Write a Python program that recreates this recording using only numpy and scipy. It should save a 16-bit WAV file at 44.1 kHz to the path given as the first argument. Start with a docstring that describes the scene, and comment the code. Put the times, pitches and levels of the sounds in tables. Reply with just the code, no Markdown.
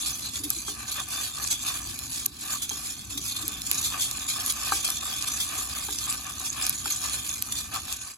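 """Roasting coffee beans tumble in an enamelled iron pot on a camping stove outdoors, heard close by.
Dense random contacts make the rustle and drive the wall's modes; a wooden spoon shoves the beans along.
The spoon rubs the bottom in slips, knocks now and then, and its shaft judders. Single beans snap in short
noise bursts or click as decaying tones. Filtered noise is the burner's rumble and hiss below.
A pair of microphone ports hears it all, with phase, balance and likeness set for each frequency."""
import sys
import numpy as np
from scipy import signal
from scipy.fft import rfft, irfft, next_fast_len
from scipy.io import wavfile
from scipy.ndimage import uniform_filter1d

SR = 44100
rng = np.random.default_rng(int(sys.argv[2]) if len(sys.argv) > 2 else 0)


def wrap_up_sound(samples):
    """Save the sound to the file named by the first command line argument, as 16-bit audio."""
    columns = np.atleast_2d(samples).T
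    # keep every value between -1 and 1, then stretch to whole-number steps
    tamed = np.clip(columns, -1, 1)
    steps = np.round(tamed * 32767).astype(np.int16)
    wavfile.write(sys.argv[1], SR, steps)


N = 360297
T = np.arange(N) / SR  # time in s
SIZE = next_fast_len(N + 8192)  # transform length, with room for filter tails
HZ = np.maximum(np.arange(SIZE // 2 + 1) * SR / SIZE, 1)


def from_db(db):
    """Decibels to gain."""
    return 10 ** (np.asarray(db) / 20)


def rms_one(x):
    """Scale to unit power."""
    return x / np.sqrt(np.mean(x ** 2) + 1e-20)


def over_hz(rows, axis=1):
    """One column of a table, read along log frequency."""
    rows = np.array(rows)
    return np.interp(np.log(HZ), np.log(rows[:, 0]), rows[:, axis])


def filtered(x, response):
    """Pass a signal through a frequency response."""
    return irfft(rfft(x, SIZE) * response, SIZE)[..., :N]


def unit_gain(response):
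    """Scale a response so that white noise keeps its power."""
    return response / np.sqrt(np.mean(abs(response) ** 2))


def resonance(hz, width):
    """Response of one damped mode, 1 at its top."""
    return 1 / (1 + 1j * (HZ ** 2 - hz ** 2) / (HZ * width))


def ringing(x, hz, width_hz):
    """Drive one damped mode, gain 1 at its top."""
    keep = np.exp(-np.pi * width_hz / SR)
    feed = np.array([1, 0, -1]) * (1 - keep ** 2) / 2
    feedback = [1, -2 * keep * np.cos(2 * np.pi * hz / SR), keep ** 2]
    return signal.lfilter(feed, feedback, x)


def drift(rate):
    """Random wander of unit power, drawn afresh rate times a second and joined by straight lines."""
    knots = rng.standard_normal(8192)
    return rms_one(np.interp(T * rate, np.arange(len(knots)), knots))


def swells(rows):
    """Power of bell-shaped swells; a length is the width at half power."""
    power = np.zeros(N)
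    for s, db, length in rows:
        near = abs(T - s) < 3 * length
        power[near] += from_db(db) ** 2 * np.exp2(-(2 * (T[near] - s) / length) ** 2)
    return power


def contacts(per_s, spread_db):
    """Energies of random contacts, many light and a few hard; mean power 1."""
    hit = rng.random(N) < per_s / SR
    energy = hit * from_db(spread_db * np.minimum(rng.exponential(1, N), 3)) ** 2
    return energy / energy.mean()


def dying(energy, decay_s):
    """Each contact's energy dies away exponentially."""
    keep = np.exp(-1 / (decay_s * SR))
    return signal.lfilter([1 - keep], [1, -keep], energy + 1e-14)


def stirring():
    """Each stroke swells and ebbs, rolling the beans and rubbing the bottom; gives both levels in dB."""
    # Strokes of the spoon. Each row: middle in seconds, length in seconds,
    # relative level of the rub on the bottom in dB, relative level of the tumbling beans in dB.
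    strokes = [(0.07, 0.16, -47.5, -27.5), (0.254, 0.049, -46.5, -31.5), (0.362, 0.039, -71, -27),
               (0.549, 0.079, -67, -31), (0.688, 0.075, -51, -36), (0.817, 0.082, -43.5, -37.5),
               (0.9, 0.035, -43, -28.5), (0.986, 0.046, -37, -28.5), (1.202, 0.11, -39, -26.5),
               (1.422, 0.077, -39.5, -28), (1.701, 0.13, -41, -28), (1.865, 0.1, -45.5, -34),
               (2.006, 0.07, -47.5, -34.5), (2.156, 0.1, -53, -29), (2.465, 0.11, -43, -32.5),
               (2.532, 0.049, -41, -26.5), (2.783, 0.091, -46, -32.5), (2.873, 0.071, -48.5, -31),
               (2.988, 0.056, -54, -39), (3.278, 0.083, -59, -27.5), (3.39, 0.064, -45.5, -31.5),
               (3.535, 0.15, -45, -34.5), (3.763, 0.1, -42.5, -25.5), (3.953, 0.054, -37, -30.5),
               (4.19, 0.16, -42.5, -31.5), (4.404, 0.082, -38, -28), (4.68, 0.18, -39, -27),
               (4.883, 0.071, -39.5, -26), (5.096, 0.14, -39, -29.5), (5.265, 0.075, -42.5, -27.5),
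               (5.357, 0.065, -40, -27.5), (5.56, 0.12, -39.5, -28), (5.77, 0.12, -41.5, -29),
               (5.91, 0.032, -47, -25), (6.02, 0.11, -59, -29.5), (6.111, 0.095, -38, -31.5),
               (6.279, 0.066, -41.5, -35), (6.414, 0.063, -41.5, -32), (6.636, 0.1, -37, -25.5),
               (6.738, 0.016, -40.5, -33), (6.885, 0.11, -43, -28.5), (7.062, 0.06, -37, -25.5),
               (7.155, 0.063, -40, -29), (7.292, 0.086, -48, -29.5), (7.486, 0.12, -47.5, -34.5),
               (7.57, 0.05, -63, -27.5), (7.67, 0.052, -50, -44), (7.756, 0.039, -35, -28.5),
               (7.898, 0.075, -44.5, -31.5), (8.117, 0.15, -47, -38)]
    # beans follow the spoon a little late and keep rolling for longer than the stroke (a factor)
    bean_lag_s, bean_stretch = 0.0059, 1.264
    # between strokes the spoon still drags and beans still trickle
    drag_db, trickle_db = -55, -40
    # the spoon lifts once: both levels sink, then it digs in again, clear_s after the lift began
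    lift_s, lift_db, settle_s, clear_s, dig_in_s = 2.255, -6, 0.022, 0.088, 0.1

    rub = swells([(s, db, length) for s, length, db, _ in strokes])
    tumble = swells([(s + bean_lag_s, db, length * bean_stretch) for s, length, _, db in strokes])
    sinking = np.clip((T - lift_s) / settle_s, 0, 1)
    returning = np.clip((T - lift_s - clear_s) / dig_in_s, 0, 1)
    dip_db = lift_db * (sinking - returning)
    tumble_db = 10 * np.log10(tumble + from_db(trickle_db) ** 2) + dip_db
    rub_db = 10 * np.log10(rub + from_db(drag_db) ** 2) + dip_db
    return tumble_db, rub_db


def beans(tumble_db, clump_db=1.2, click_db=-14.5):
    """Loose beans rustle with a few clicks, shoved beans grind; contacts of both set the wall ringing."""
    # Colour of bean contacts. Each row: frequency in Hz, relative level in dB per Hz.
    bean_colour = [(300,-23),(1000,-15.5),(1950,-14),(2500,-6.5),(2900,-9.5),(3400,-4),(4500,-0.5),(5700,-6.5),(6700,3),(8500,1),(10000,-0.5),(12000,-4),(13200,-9.5),(15600,-8)]
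    loose = from_db(tumble_db - 4.5 + clump_db * drift(70)) ** 2
    ground = from_db(-4.0) ** 2 * shove_power()
    energy = loose * contacts(per_s=1300, spread_db=3.4)
    energy += ground * contacts(per_s=5000, spread_db=3.5)
    force = filtered(rattle(energy), unit_gain(from_db(over_hz(bean_colour))))
    bounces = from_db(click_db) * np.sqrt(loose) * light_clicks()
    return wall(reflections(force)) + bounces


def shove_power(rise_s=0.001):
    """A shove along the enamel breaks loose quickly; its power falls away as a half bell."""
    # Beans shoved along the enamel. Each row: start in seconds, relative level in dB, length in seconds.
    shoves = [(0.062, -22, 0.011), (0.435, -22.5, 0.014), (0.672, -26.5, 0.036), (0.915, -23, 0.014),
              (1.115, -28, 0.027), (1.472, -19, 0.0036), (1.503, -19.5, 0.03), (1.662, -19.5, 0.0044),
              (1.676, -20.5, 0.013), (2.618, -26, 0.024), (2.704, -27, 0.028), (2.846, -32.5, 0.029),
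              (3.099, -31.5, 0.044), (3.174, -21, 0.0061), (3.36, -24.5, 0.012), (3.664, -22.5, 0.005),
              (3.835, -24.5, 0.068), (3.994, -18.5, 0.0043), (4.006, -19.5, 0.044), (4.284, -21.5, 0.043),
              (4.46, -22, 0.041), (4.495, -18, 0.013), (4.717, -23, 0.041), (4.844, -18.5, 0.0082),
              (5.399, -22, 0.037), (6.095, -21, 0.0064), (6.445, -25.5, 0.033), (6.661, -24, 0.0073),
              (6.901, -18, 0.0083), (6.918, -24, 0.0069), (7.5205, -18, 0.0042), (8.011, -30, 0.0098)]
    power, t = np.zeros(N), T[:SR // 5]
    for s, db, length in shoves:
        at = round(s * SR)
        shove = from_db(db) ** 2 * (1 - np.exp(-t / rise_s)) * np.exp(-(t / length) ** 2)
        power[at:at + len(t)] += shove[:N - at]
    return power


def rattle(energy, rub_s=0.00035, decay_s=0.00035, tail_s=0.025, tail_share=0.03,
           colour_db=2.0, patchy_db=1.6):
    """Bean contacts: brief scratches, each with its own colour and a faint tail from the pot."""
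    at, spectrum = np.flatnonzero(energy), 0
    edges = np.geomspace(2000, 13000, num=10)  # band edges in Hz
    for low, high in zip([0, *edges], [*edges, SR]):
        own = energy.copy()
        own[at] *= from_db(colour_db * rng.standard_normal(N)[at]) ** 2
        own = dying(own, rub_s)  # rough skins slide into contact, which softens the attack
        power = dying(own, decay_s) + tail_share * dying(own, tail_s)
        place = from_db(patchy_db * drift(28))  # the colour shifts with the spot where beans hit
        scratches = np.sqrt(power) * place * rng.standard_normal((2, N))
        spectrum = spectrum + rfft(scratches, SIZE) * ((HZ >= low) & (HZ < high))
    return irfft(spectrum, SIZE)[:, :N]


def reflections(x, longest_s=0.004, moves_per_s=22, count=12):
    """Short wall echoes change with the spot where beans collide, so the hollow colour keeps shifting."""
    out, power = x.copy(), 1
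    for share in rng.uniform(.06, 1, count):
        lag = 1 + int(share * longest_s * SR)
        gain = drift(moves_per_s) / np.sqrt(count)
        out[:, lag:] += gain[lag:] * x[:, :-lag]
        power = power + gain ** 2
    return out / np.sqrt(power)


def wall(force, width_hz=28, shift_db=4.5):
    """Each mode of the iron wall answers more or less as the beans travel round the pot."""
    # Thin ringing of the iron wall. Each row: frequency in Hz, relative height above the rattle in dB.
    wall_modes = [(2454,10.5),(3283,12.5),(3359,12.5),(3479,8),(3565,14.5),(4123,9),(4554,6.5),(5242,9),(5383,11),(5534,10.5),(5986,14.5),(6540,4),(6901,3),(7127,6.5),(7751,5),(10691,9)]
    out = force
    for hz, db in wall_modes:
        answer = from_db(np.minimum(shift_db * drift(8), 6))
        out = out + (from_db(db - 3.5) - 1) * ringing(force * answer, hz, width_hz)
    return out


def light_clicks(per_s=70, spread_db=8.5):
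    """Light bounces at random moments; power 1."""
    at = np.flatnonzero(rng.random(N - 1024) < per_s / SR)
    return rms_one(clicks(np.column_stack([T[at], spread_db * rng.standard_normal(N)[at]])))


def clicks(rows):
    """A bean that bounces freely rings for an instant, all beans at nearly the same pitch."""
    # spread is a share of the pitch, from bean to bean
    click_hz, spread, ring_s, rise_s = 6620, 0.018, 0.0016, 0.000087
    out, t = np.zeros((2, N)), T[:1024]
    envelope = np.exp(-t / ring_s) * (1 - np.exp(-t / rise_s))
    for (s, db), (detune, *phases) in zip(rows, rng.standard_normal((len(rows), 3))):
        turns = click_hz * (1 + spread * detune) * t + np.array(phases)[:, None]
        at = round(s * SR)
        out[:, at:at + len(t)] += from_db(db) * envelope * np.sin(2 * np.pi * turns)
    return out


def bouncing_beans():
    """Single beans bounce and click at set moments, each a short decaying tone."""
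    # Each row: start in seconds, level in dB.
    bounces = [(2.699,-15),(6.040,-21),(6.056,-23),(6.4965,-21),(6.5025,-14.5),(6.5115,-23),(6.5295,-21),(6.6405,-19),(6.6432,-18),(6.9225,-13),(7.2925,-16),(7.3135,-18),(7.339,-18)]
    return clicks(bounces)


def wall_notes():
    """The rough skin of a bean dragged along the wall keeps one resonance going while it slides."""
    # Each row: middle in seconds, level in dB, length in seconds, frequency in Hz, width in Hz.
    notes = [(0.14,-33.5,0.018,6070,70),(0.258,-36,0.043,4120,260),(1.539,-36,0.053,3420,100),(1.52,-41,0.023,6760,60),(2.634,-39,0.047,3450,120),(2.868,-53,0.09,2450,30),(4.018,-34,0.016,5340,700),(4.299,-31,.04,7020,90),(6.926,-32,0.028,6400,250),(7.582,-54,0.12,2440,30),(7.583,-55,0.051,3800,300)]
    out = np.zeros((2, N))
    for s, db, length, hz, width_hz in notes:
        near = abs(T - s) < .13
        sung = ringing(rng.standard_normal((2, SR // 2)), hz, width_hz)
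        note = rms_one(sung[:, -near.sum():])  # the last part, when the mode has built up
        out[:, near] += from_db(db) * np.exp2(-2 * ((T[near] - s) / length) ** 2) * note
    return out


def snaps(burst_s=0.00029, tail_s=0.0015, tail_db=-12, split_hz=8500):
    """A bean snaps in a very short noise burst with a brief tail; brighter bursts are shorter."""
    # Single beans snapping or striking the wall.
    # Each row: start in seconds, relative level in dB, relative brightness in dB.
    snap_rows = [(.0608,-27,-14),(0.5035,-14.5,10.5),(1.086,-28,16),(1.99,-26.5,2),(2.2586,-22.5,0),(2.262,-15,11),(2.6936,-25.5,-13),(3.48,-19.5,5),(3.6185,-26,-5),(3.714,-12.5,-1),(4.1126,-23.5,-3),(4.4622,-20.5,2),(4.523,-26,1),(4.903,-19.5,2),(5.2245,-22.5,-21),(5.987,-24,-10),(6.126,-24,-2),(6.398,-31,6),(6.6662,-19,-3),(6.695,-14.5,19),(7.4235,-17,7.5),(7.926,-22,-4)]
    out, t = np.zeros((2, N)), T[:1024]
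    dull = signal.butter(2, [3200, split_hz], "band", fs=SR, output="sos")
    sharp = signal.butter(2, [split_hz, 14500], "band", fs=SR, output="sos")
    for s, db, bright_db in snap_rows:
        age = t / (burst_s * from_db(-.4 * bright_db))
        envelope = (1 - np.exp(-2 * age)) * (np.exp(-age) + from_db(tail_db) * np.exp(-t / tail_s))
        low, high = rng.standard_normal((2, 2, len(t))) * envelope
        burst = signal.sosfilt(dull, low) + from_db(bright_db + 2.0) * signal.sosfilt(sharp, high)
        at = round(s * SR)
        out[:, at:at + len(t)] += from_db(db - 9.5) * rms_one(burst)
    return out


def rubbing(rub_db, shift_db=2.0):
    """Wood and trapped beans slip over the bottom; each low resonance varies as the spoon travels."""
    # Broad resonances of the rubbed pot. Each row: frequency in Hz, width in Hz, relative level in dB.
    rub_modes = [(302,18,-4),(425,12,-8),(769,26,0),(840,80,-5),(1178,115,6.5),(1522,40,1),(1705,130,0.5),(2450,330,1.5)]
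    slip_power = dying(contacts(per_s=700, spread_db=2.0), decay_s=0.0016)
    slips = np.sqrt(slip_power) * rng.standard_normal((2, N))
    force = rfft(from_db(rub_db - 0.34) * slips, SIZE)
    modes = [from_db(db) * resonance(hz, width) for hz, width, db in rub_modes]
    power = np.mean(abs(sum(modes)) ** 2)
    answers = [irfft(force * mode, SIZE)[:, :N] * from_db(shift_db * drift(14)) for mode in modes]
    return sum(answers) / np.sqrt(power)


def knocks(tock_peak_s=0.0017, rise_s=0.0011, reach=1.5):
    """A wooden tock rings the pot's low modes and jolts the stove; a lower tock reaches fewer high modes."""
    # The spoon knocks on the pot. Each row: start in seconds, level in dB,
    # pitch of the wooden tock in Hz, relative level of the stove's thud in dB.
    knock_rows = [(0.505,-38.5,1270,-65),(0.6811,-33.5,1260,-49),(2.2612,-41,1110,-59),(2.71,-38,880,-53),(3.481,-48,1210,-54),(3.714,-40,1100,-55),(4.7206,-18,1230,-46.5),(5.886,-30,865,-49),(6.856,-30.5,1360,-49.5),(6.859,-37,880,-59),(7.765,-40,1250,-74)]
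    # What the pot rings with. Each row: frequency in Hz, relative level in dB, 60 dB decay in seconds.
    knock_modes = [(785,-9.5,0.1),(828,0,0.019),(1170,-4,0.066),(1584,-4.5,0.072),(1760,-14.5,0.076)]
    # The stove under the pot. Each row: frequency in Hz, relative level in dB, 60 dB decay in seconds.
    stove_modes = [(298,4,0.41),(356,2,0.22),(417,4.5,0.21)]
    out, t = np.zeros(N), T[:SR // 4]
    for s, db, tock_hz, thud_db in knock_rows:
        pulse = t / tock_peak_s * np.exp(1 - t / tock_peak_s)
        tock = from_db(db) * pulse * np.sin(2 * np.pi * tock_hz * t)
        modes = [(hz, from_db(db + mode_db) / np.hypot(1, (hz / (reach * tock_hz)) ** 2), t60)
                 for hz, mode_db, t60 in knock_modes]
        modes += [(hz, from_db(thud_db + mode_db), t60) for hz, mode_db, t60 in stove_modes]
        ring = sum(gain * from_db(-60 * t / t60) * np.sin(2 * np.pi * (hz * t + rng.random()))
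                   for hz, gain, t60 in modes)
        at = round(s * SR)
        out[at:at + len(t)] += tock + (1 - np.exp(-(t / rise_s) ** 2)) * ring
    return out


def judders(waver=0.027, rasp_hz=370, rasp_width_hz=130, rasp_db=-5, drag_s=0.075):
    """The shaft sticks and slips at its bending pitch: a short wavering groan in a longer dull rasp."""
    # Each row: middle in seconds, relative level in dB, length in seconds, pitch in Hz.
    rows = np.array([(0.407,-49,0.0099,290),(0.46,-42.5,0.017,296),(0.576,-51.5,0.012,305),(2.718,-56,0.0082,300),(3.163,-46.5,0.012,277),(3.195,-50.5,0.015,277),(3.443,-48.5,0.014,300)])
    power, hz = swells(rows[:, :3]), np.interp(T, rows[:, 0], rows[:, 3])
    groan = np.sqrt(power) * np.sin(2 * np.pi * np.cumsum(hz * (1 + waver * drift(70))) / SR)
    rasp = filtered(rng.standard_normal(N), unit_gain(resonance(rasp_hz, rasp_width_hz) ** 2))
    rasp_power = abs(uniform_filter1d(power, int(drag_s * SR)))
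    return from_db(10.5) * groan + from_db(rasp_db) * np.sqrt(rasp_power) * rasp


def burner():
    """Low rumble of the flame with a faint hiss: noise shaped in frequency, its level drifting slowly."""
    # Colour of the burner. Each row: frequency in Hz, relative level in dB per Hz.
    burner_colour = [(20,-28),(38,-18),(52,-8.5),(61,0.5),(70,-4.5),(88,-5.5),(106,-5),(120,-7),(175,-14),(260,-8.5),(330,-15),(480,-32.5),(1000,-32.5),(16000,-61)]
    # Strength of the flame's sound. Each row: time in seconds, level in dB.
    flame = [(0,-47),(1.4,-49),(1.9,-46.5),(2.4,-48.5),(3,-48),(3.5,-46),(5,-48.5),(6.6,-48),(6.85,-48),(7.8,-47.5),(8.17,-56.5)]
    roar = filtered(rng.standard_normal((2, N)), unit_gain(from_db(over_hz(burner_colour))))
    return from_db(np.interp(T, *np.transpose(flame))) * roar


def throb(s=5.4, db=-55, length_s=2.4, hz=62, width_hz=24):
    """For a while the flame's rumble swells into a deep throb, narrow noise round one low pitch."""
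    deep = filtered(rng.standard_normal(N), unit_gain(resonance(hz, width_hz) ** 2))
    return np.sqrt(swells([(s, db, length_s)])) * deep


def ports(pair):
    """Sound meets the two ports with a phase gap; scattered sound makes them less alike."""
    # Balance of the ports. Each row: frequency in Hz, left over right in dB.
    balance = [(150,0),(350,1),(650,-0.5),(1250,5.5),(1550,10),(1950,-1),(3400,0),(4800,-3.5),(5700,-4),(6600,-2),(7600,0)]
    # Each row: frequency in Hz, phase of left behind right in radians, likeness of the ports from 0 to 1.
    port_rows = [(334,0.5,1),(626,0.3,0.23),(1170,0.12,.92),(1880,1.24,0.17),(2300,-0.1,0.42),(3050,-2.5,0.31),(4470,-.5,0.43),(5500,2.5,0.12),(6260,-0.63,0.64),(7120,1.57,0.46),(8510,3,1),(10040,5,0.77),(10650,5.5,1),(11900,8.5,1),(12700,5.5,1),(14100,11,0.99),(14400,16,1)]
    direct, scattered = rfft(pair, SIZE)
    alike = np.clip(over_hz(port_rows, axis=2), 0, 1)
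    mid = np.sqrt((1 + alike) / 2) * direct
    side = 1j * np.sqrt((1 - alike) / 2) * scattered
    # each port takes half of the level difference and half of the phase gap
    lean = from_db(over_hz(balance) / 2) * np.exp(-.5j * over_hz(port_rows, axis=1))
    return irfft(np.array([(mid + side) * lean, (mid - side) / lean]), SIZE)[:, :N]


def scene():
    """Everything sounds from the pot and the flame under it, and reaches the two ports."""
    tumble_db, rub_db = stirring()
    loose_beans = beans(tumble_db) + bouncing_beans() + wall_notes() + snaps()
    spoon = rubbing(rub_db) + knocks() + judders()
    flame_sound = burner() + throb()
    return ports(loose_beans + spoon + flame_sound)


def record(dry):
    """The sound fades at the end, the loudest peaks are rounded, the top is cut steeply."""
    fade_s, fade_db_per_s, cutoff_hz = 8.11, 300, 16100
    faded = dry * from_db(-fade_db_per_s * np.maximum(T - fade_s, 0))
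    rounded = .9 * np.tanh(faded / .9)
    top_cut = signal.ellip(10, .1, 70, cutoff_hz, fs=SR, output="sos")
    return signal.sosfilt(top_cut, rounded)


dry = scene()
out = record(dry)
wrap_up_sound(out)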